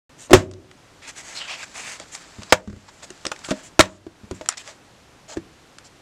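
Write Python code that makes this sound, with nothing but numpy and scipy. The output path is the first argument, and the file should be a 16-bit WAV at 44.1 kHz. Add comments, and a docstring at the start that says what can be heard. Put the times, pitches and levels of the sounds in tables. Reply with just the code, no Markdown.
"""In a small room, a spiral-bound sketchbook is dropped on a desk, close to the microphone.
Fingers leaf along the page edges, the cover slaps open, and the book is folded back, turned,
dropped again and slid straight. Each blow makes the desk boom, the book ring and the sheets slap.
Sliding paper rubs and hisses, the wire binding clicks, and the walls add a short echo.
The hardest blows overload the recorder and briefly turn its volume down."""
import sys
import numpy as np
from scipy import signal
from scipy.fft import rfft, irfft
from scipy.io import wavfile

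SR = 44100
rng = np.random.default_rng(int(sys.argv[2]) if len(sys.argv) > 2 else 0)


def materialize(psi):
    """Save the field psi as 16-bit PCM at rate SR to the path in sys.argv[1].

    A 1-D psi becomes a single channel; in a 2-D psi each row is a channel.
    """
    bounded = np.clip(np.atleast_2d(psi).T, -1, 1)
    quanta = np.round(bounded * 32767).astype(np.int16)
    wavfile.write(sys.argv[1], SR, quanta)


N = 265129

# A sheet slips past the thumb, or the book slides on the desk:
# (start [s], end [s], rub level [dB], rub pitch [Hz], edge hiss level [dB])
SLIDES = [(0.178, 0.279, -55.5, 3030, -44.5), (1.016, 1.086, -43.5, 2360, -53.5),
          (1.067, 1.114, -37.5, 2400, -40), (1.152, 1.225, -42, 2270, -41), (1.223, 1.397, -44, 2120, -43),
          (1.346, 1.409, -34.5, 4230, -42), (1.373, 1.479, -35.5, 3050, -62),
          (1.465, 1.569, -32, 2530, -47.5), (1.561, 1.653, -37.5, 2480, -47),
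          (1.626, 1.647, -34.5, 1560, -42), (1.739, 1.833, -36.5, 2200, -39.5),
          (1.808, 1.977, -37, 2200, -40.5), (1.983, 2.045, -46.5, 695, -73), (2.117, 2.17, -49, 2020, -38),
          (2.492, 2.519, -40, 5040, -59), (2.879, 2.903, -41.5, 1030, -53), (3.022, 3.056, -41.5, 595, -44),
          (3.435, 3.477, -39, 1370, -41.5), (3.478, 3.517, -36, 1180, -40),
          (3.625, 3.693, -53.5, 3000, -46), (3.843, 3.99, -50, 1210, -53), (4.338, 4.378, -56, 2000, -51),
          (4.57, 4.587, -30, 5700, -37), (4.583, 4.626, -40, 2940, -43.5), (4.489, 4.55, -34.5, 2000, -58),
          (4.652, 4.723, -43, 586, -50), (5.278, 5.355, -40.5, 595, -44), (5.838, 5.884, -51, 5000, -52.5)]
# Fingers, corners and edges bump the book: (time [s], level [dB], pitch [Hz])
LIGHT_BUMPS = [(.297, -30, 390), (.307, -16.5, 540), (.315, -14, 356), (.372, -11, 221),
               (2.002, -37.5, 620), (2.385, -32, 203), (2.42, -35, 800), (3.105, -41, 338),
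               (3.251, -34, 520), (3.264, -29, 400), (3.316, -22.5, 940), (3.487, -28.5, 480),
               (3.51, -12.5, 260), (3.515, -18, 615), (3.856, -21, 607), (4.066, -31, 350),
               (4.234, -38, 200), (4.311, -21, 301), (4.411, -28, 640), (5.363, -34, 382),
               (5.370, -21, 330)]
# The book or its cover falls flat:
# (time [s], desk level [dB], book level [dB], pitch [Hz], slap level [dB], flutter level [dB])
FLAT_FALLS = [(0.3318, 1, 12, 400, 5, -3), (0.3399, -2, 2.5, 376, -12, -15),
              (2.5237, -17.5, 0.5, 622, 4.5, -18), (3.7926, -11, -2.5, 414, -3, -12),
              (3.802, -24.5, -7.5, 480, 1.5, -15)]
# Wire rings and sheet edges snap: (time [s], level [dB], pitch [Hz])
SNAPS = [(0.513, -33, 5150), (0.5366, -33.5, 5040), (.713, -35.5, 1820), (1.999, -27.5, 6500),
         (2.150, -21, 7000), (2.433, -28.5, 4000), (3.104, -29, 6100), (3.253, -18, 4000),
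         (3.2668, -16.5, 5400), (3.318, -20.5, 1700), (3.362, -34, 1960), (3.391, -36, 6500),
         (3.447, -27, 2650), (3.507, -21.5, 6470), (3.511, -24, 3760), (3.8082, 6.5, 2200),
         (4.312, -33, 6900), (4.460, -31, 2300), (4.4886, -7, 9200), (4.524, -24.5, 1850),
         (4.676, -26.5, 1800), (5.785, -31.5, 5300)]
# The rustle of hands holding the book: (time [s], level [dB])
HAND_LEVELS = [(.9, -69), (1.3, -49.5), (1.7, -50.5), (2.02, -49.5), (2.07, -53.5), (2.18, -46),
               (2.3, -52.5), (2.52, -50), (2.62, -57.5), (3.0, -56.5), (3.4, -52), (3.6, -48),
               (3.78, -75.5), (4.27, -80.5), (4.36, -55.5), (4.53, -57), (4.7, -45.5), (4.8, -77)]
# The tones of the desk and book when hit: (pitch [Hz], level [dB], time to fade by 60 dB [s])
DESK_TONES = [(45, -24.5, .25), (80, -4.5, 0.1), (99.3, 2, 0.13), (121, 2, 0.065), (156, -11, 0.22),
              (188.3, -6, 0.3)]
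BOOK_TONES = [(205, 1, 0.12), (270, -5, 0.12), (328, 1.5, 0.076), (367, 4, 0.062), (453, -5, 0.035),
              (489, -2.5, 0.026), (517.5, 0, 0.065), (577, -6.5, 0.06), (617.5, -1, 0.087), (860, -2, .05),
              (1230, -9.5, 0.052), (1630, -6.5, 0.044)]
# How strong each kind of noise is, from bass to treble: (frequency [Hz], level [dB])
AIR_SPECTRUM = [(15, -35.5), (25, -7.5), (80, -3), (130, -1), (211, -5), (277, -2.5), (309, -3), (344, -5),
                (1230, -10.5), (7100, -20.5), (12900, -35), (16000, -53)]
RUB_SPECTRUM = [(150, -28.5), (400, -9), (650, 4), (1100, 2.5), (1600, 3.5), (3000, 0), (5000, 1),
                (8000, -8), (10000, -32), (15000, -41.5)]
HISS_SPECTRUM = [(400, -15), (2000, -13.5), (5000, -13.5), (6400, -4), (7500, -0.5), (8600, -11),
                 (10500, -20), (15000, -39.5)]
SLAP_SPECTRUM = [(100, -29), (300, -15), (620, 4), (780, -6.5), (950, 3), (1400, 3.5), (2800, -4),
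                 (4500, -8.5), (7500, -8), (10000, -25), (15000, -34.5)]
CLICK_SPECTRUM = [(150, -25.5), (500, 1), (1200, 8.5), (3000, 4.5), (5000, 2.5), (8000, 1.5), (10000, -8.5),
                  (15000, -49)]
# The echo off the walls: (frequency [Hz], time to fade by 60 dB [s], level [dB])
WALL_ECHO = [(90, 0.72, -17), (300, 0.69, -24.5), (553, 0.41, -19.5), (1020, 0.1, -13.5), (2960, 0.12, -16),
             (10000, 0.047, -13)]


def from_db(db):
    """Turn decibels into a number to multiply by."""
    return 10 ** (np.asarray(db) / 20)


def decay(fade_s):
    """A half-second curve that falls by 60 dB every fade_s seconds."""
    return from_db(-60 * np.arange(SR // 2) / SR / fade_s)


def add(out, time, sound):
    """Mix a sound in at a time given in seconds."""
    part = out[round(time * SR):][:len(sound)]
    part += sound[:len(part)]


def wobble(per_s, size):
    """A random wavering of typical size 1 that picks a new value per_s times a second."""
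    position = np.arange(size) / SR * per_s
    curve = np.interp(position, np.arange(N // 8), rng.standard_normal(N // 8))
    return curve / np.sqrt(np.mean(curve ** 2))


def patter(strength):
    """Countless tiny contacts, each a random push or pull of the given strength."""
    return strength * rng.choice([-1, 1], len(strength))


def coloured(force, spectrum, peak_hz=1000, peak_db=0, octaves=.5, ripple_db=0):
    """An object colours a noise with its spectrum, one main resonance and a ripple of smaller ones."""
    size = 4096
    bins = np.fft.rfftfreq(size, 1 / SR) + 1
    hz, db = np.transpose(spectrum)
    shape_db = np.interp(np.log(bins), np.log(hz), db)
    shape_db += peak_db / (1 + (np.log2(bins / peak_hz) / octaves) ** 2)
    # the smaller resonances grow wider towards the treble, where paper damps more
    shape_db += ripple_db * np.interp(2 * np.sqrt(bins / 25), np.arange(size), rng.standard_normal(size))
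    # build the filter so that nothing sounds before its cause (minimum phase)
    cepstrum = irfft(np.log(from_db(shape_db)))[:size // 2]
    response = irfft(np.exp(rfft(2 * cepstrum, size)))
    return signal.fftconvolve(force, response / np.linalg.norm(response))[:len(force)]


def room_air(level_db=-51.5):
    """The room's faint, steady rumble and hiss."""
    return from_db(level_db) * coloured(rng.standard_normal(N), AIR_SPECTRUM)


def friction(speed, grain_db=2.0, judder_db=0.8):
    """Paper fibres catch and slip, and the hand's pressure shakes."""
    roughness_db = grain_db * wobble(1100, len(speed)) + judder_db * wobble(99, len(speed))
    return patter(speed * from_db(roughness_db))


def paper_slides():
    """Each slide swells and fades, with a rubbing sheet and a hissing edge."""
    out, t = np.zeros(N), np.arange(SR // 2) / SR
    for start, end, rub_db, hz, hiss_db in SLIDES:
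        progress = np.clip(t / (end - start), 0, 1)
        speed = np.abs(np.sin(np.pi * progress)) ** 0.7
        # every grip bends the sheet its own way, giving it other resonances
        rub = coloured(friction(speed), RUB_SPECTRUM, hz, peak_db=11, octaves=.33, ripple_db=1.8)
        hiss = coloured(friction(speed), HISS_SPECTRUM, ripple_db=2.8)
        add(out, start, from_db(rub_db) * rub + from_db(hiss_db) * hiss)
    return out


def room_echo(sound, delay_s=0.0063):
    """Near walls send back a blur of echoes; the bass lingers longest."""
    t, echo = np.arange(SR) / SR, 0
    hz, fade_times, levels = np.transpose(WALL_ECHO)
    edges = np.geomspace(40, 18000, 10)
    for low, high in zip(edges, edges[1:]):
        log_centre = np.log(low * high) / 2
        fade_s = np.interp(log_centre, np.log(hz), fade_times)
        db = np.interp(log_centre, np.log(hz), levels)
        fade = from_db(-60 * t / fade_s) * (t > delay_s)
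        tail = rng.standard_normal(SR) * fade / np.sqrt(np.sum(fade ** 2))
        band = signal.butter(2, [low, high], "band", fs=SR, output="sos")
        echo += from_db(db) * signal.sosfilt(band, tail)
    return signal.fftconvolve(sound, echo)[:N]


def struck(tones, level_db, spread_db):
    """One blow sets all of an object's tones ringing, each with a partly random strength."""
    t = np.arange(SR // 2) / SR
    gains = from_db(level_db + spread_db * rng.standard_normal(len(tones)))
    return sum(gain * from_db(db) * decay(fade_s) * np.cos(2 * np.pi * hz * t)
               for gain, (hz, db, fade_s) in zip(gains, tones))


def knock(desk_db, book_db, hz, slap_db, flutter_db=-np.inf):
    """The desk booms, the book rings, and the sheets slap shut and may flutter on."""
    t = np.arange(SR // 2) / SR
    # the book's tones ring most near the pitch of the blow, 17 dB less per octave away
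    octaves_away = np.abs(np.log2(np.array(BOOK_TONES)[:, 0] / hz))
    book = struck(BOOK_TONES, book_db - 17 * octaves_away, spread_db=4)
    desk = struck(DESK_TONES, desk_db, spread_db=.5)
    press = 1 - np.exp(-(t * hz / 0.31) ** 2)   # a soft, low blow builds up slowly
    shutting = 1 - np.exp(-t / 0.00023)
    settling = from_db(slap_db) * decay(fade_s=.036) + from_db(flutter_db) * decay(fade_s=.17)
    sheets = coloured(patter(shutting * settling), SLAP_SPECTRUM, hz, peak_db=3.5, octaves=.35)
    return press * (desk + book) + sheets


def bumps(rows):
    """Light knocks: a soft, low one goes into the desk; a hard, high one into the paper."""
    out = np.zeros(N)
    for time, db, hz in rows:
        hardness = np.log2(hz / 360)   # octaves above a middling bump
        lifted = 3.0 < time < 3.7   # the book is in the air, so the desk stays silent
        desk_db = -np.inf if lifted else db - 11.5 - 11 * hardness
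        add(out, time, knock(desk_db, db, hz, slap_db=db - 9 + 7.5 * hardness))
    return out


def landings():
    """Flat falls; when the whole book drops, its far edge lands just after the near one."""
    out = np.zeros(N)
    for time, *blow in FLAT_FALLS:
        add(out, time, knock(*blow))
    return out


def clicks():
    """A wire ring or sheet edge snaps, then the sheets around it shiver briefly."""
    out = np.zeros(N)
    fade = decay(fade_s=.015) + from_db(-29) * decay(fade_s=.07)
    for time, db, hz in SNAPS:
        snap = patter(from_db(db) * fade)
        add(out, time, coloured(snap, CLICK_SPECTRUM, hz, peak_db=7.5, octaves=.53, ripple_db=1.5))
    return out


def hand_rustle():
    """Skin and paper brush softly for as long as the hands move."""
    times, levels = np.transpose(HAND_LEVELS)
    speed = from_db(np.interp(np.arange(N) / SR, times, levels, left=-np.inf, right=-np.inf))
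    rub = coloured(friction(speed), RUB_SPECTRUM, peak_hz=1700, peak_db=2.5, octaves=.4)
    return rub + from_db(-5) * coloured(friction(speed), HISS_SPECTRUM)


def sinking_cover(start_s=2.675, first_gap_s=.024, slowing=1.2, hz=230):
    """The open cover sinks down in four dull bumps, ever slower and weaker."""
    time, rows = start_s, []
    for k in range(4):
        rows.append((time, -21.5 - 2.5 * k, hz))
        time += first_gap_s * slowing ** k
    return bumps(rows)


def scene():
    """The handled book, its echo and the steady noise of the room."""
    low_cut = signal.butter(2, 42, "high", fs=SR, output="sos")
    blows = signal.sosfilt(low_cut, landings() + bumps(LIGHT_BUMPS) + sinking_cover())
    book = blows + clicks() + paper_slides() + hand_rustle()
    return (book + room_air() + room_echo(book))[None]


def volume_control(sound, threshold_db=-6.5, max_cut_db=10, recovery_db_per_s=23, react_s=0.017):
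    """Loud peaks turn the volume down, too late to catch the blow itself; it then creeps back."""
    excess_db = np.clip(20 * np.log10(np.abs(sound) + 1e-9) - threshold_db, 0, max_cut_db)
    creep_db = recovery_db_per_s * np.arange(N) / SR
    held_db = np.maximum.accumulate(excess_db + creep_db, axis=-1) - creep_db
    lag = np.exp(-1 / (react_s * SR))
    cut_db = signal.lfilter([1 - lag], [1, -lag], held_db)
    return sound * from_db(-cut_db)


def record(dry):
    """The sound begins at 0.094 s; the recorder adjusts its volume, flattens the peaks and cuts the highest
    treble."""
    begun = np.arange(N) / SR > 0.094
    clipped = np.clip(volume_control(dry * begun), -1, 1)
    high_cut = signal.cheby2(12, 50, 16500, fs=SR, output="sos")
    return signal.sosfilt(high_cut, clipped)


dry = scene()
out = record(dry)
materialize(out)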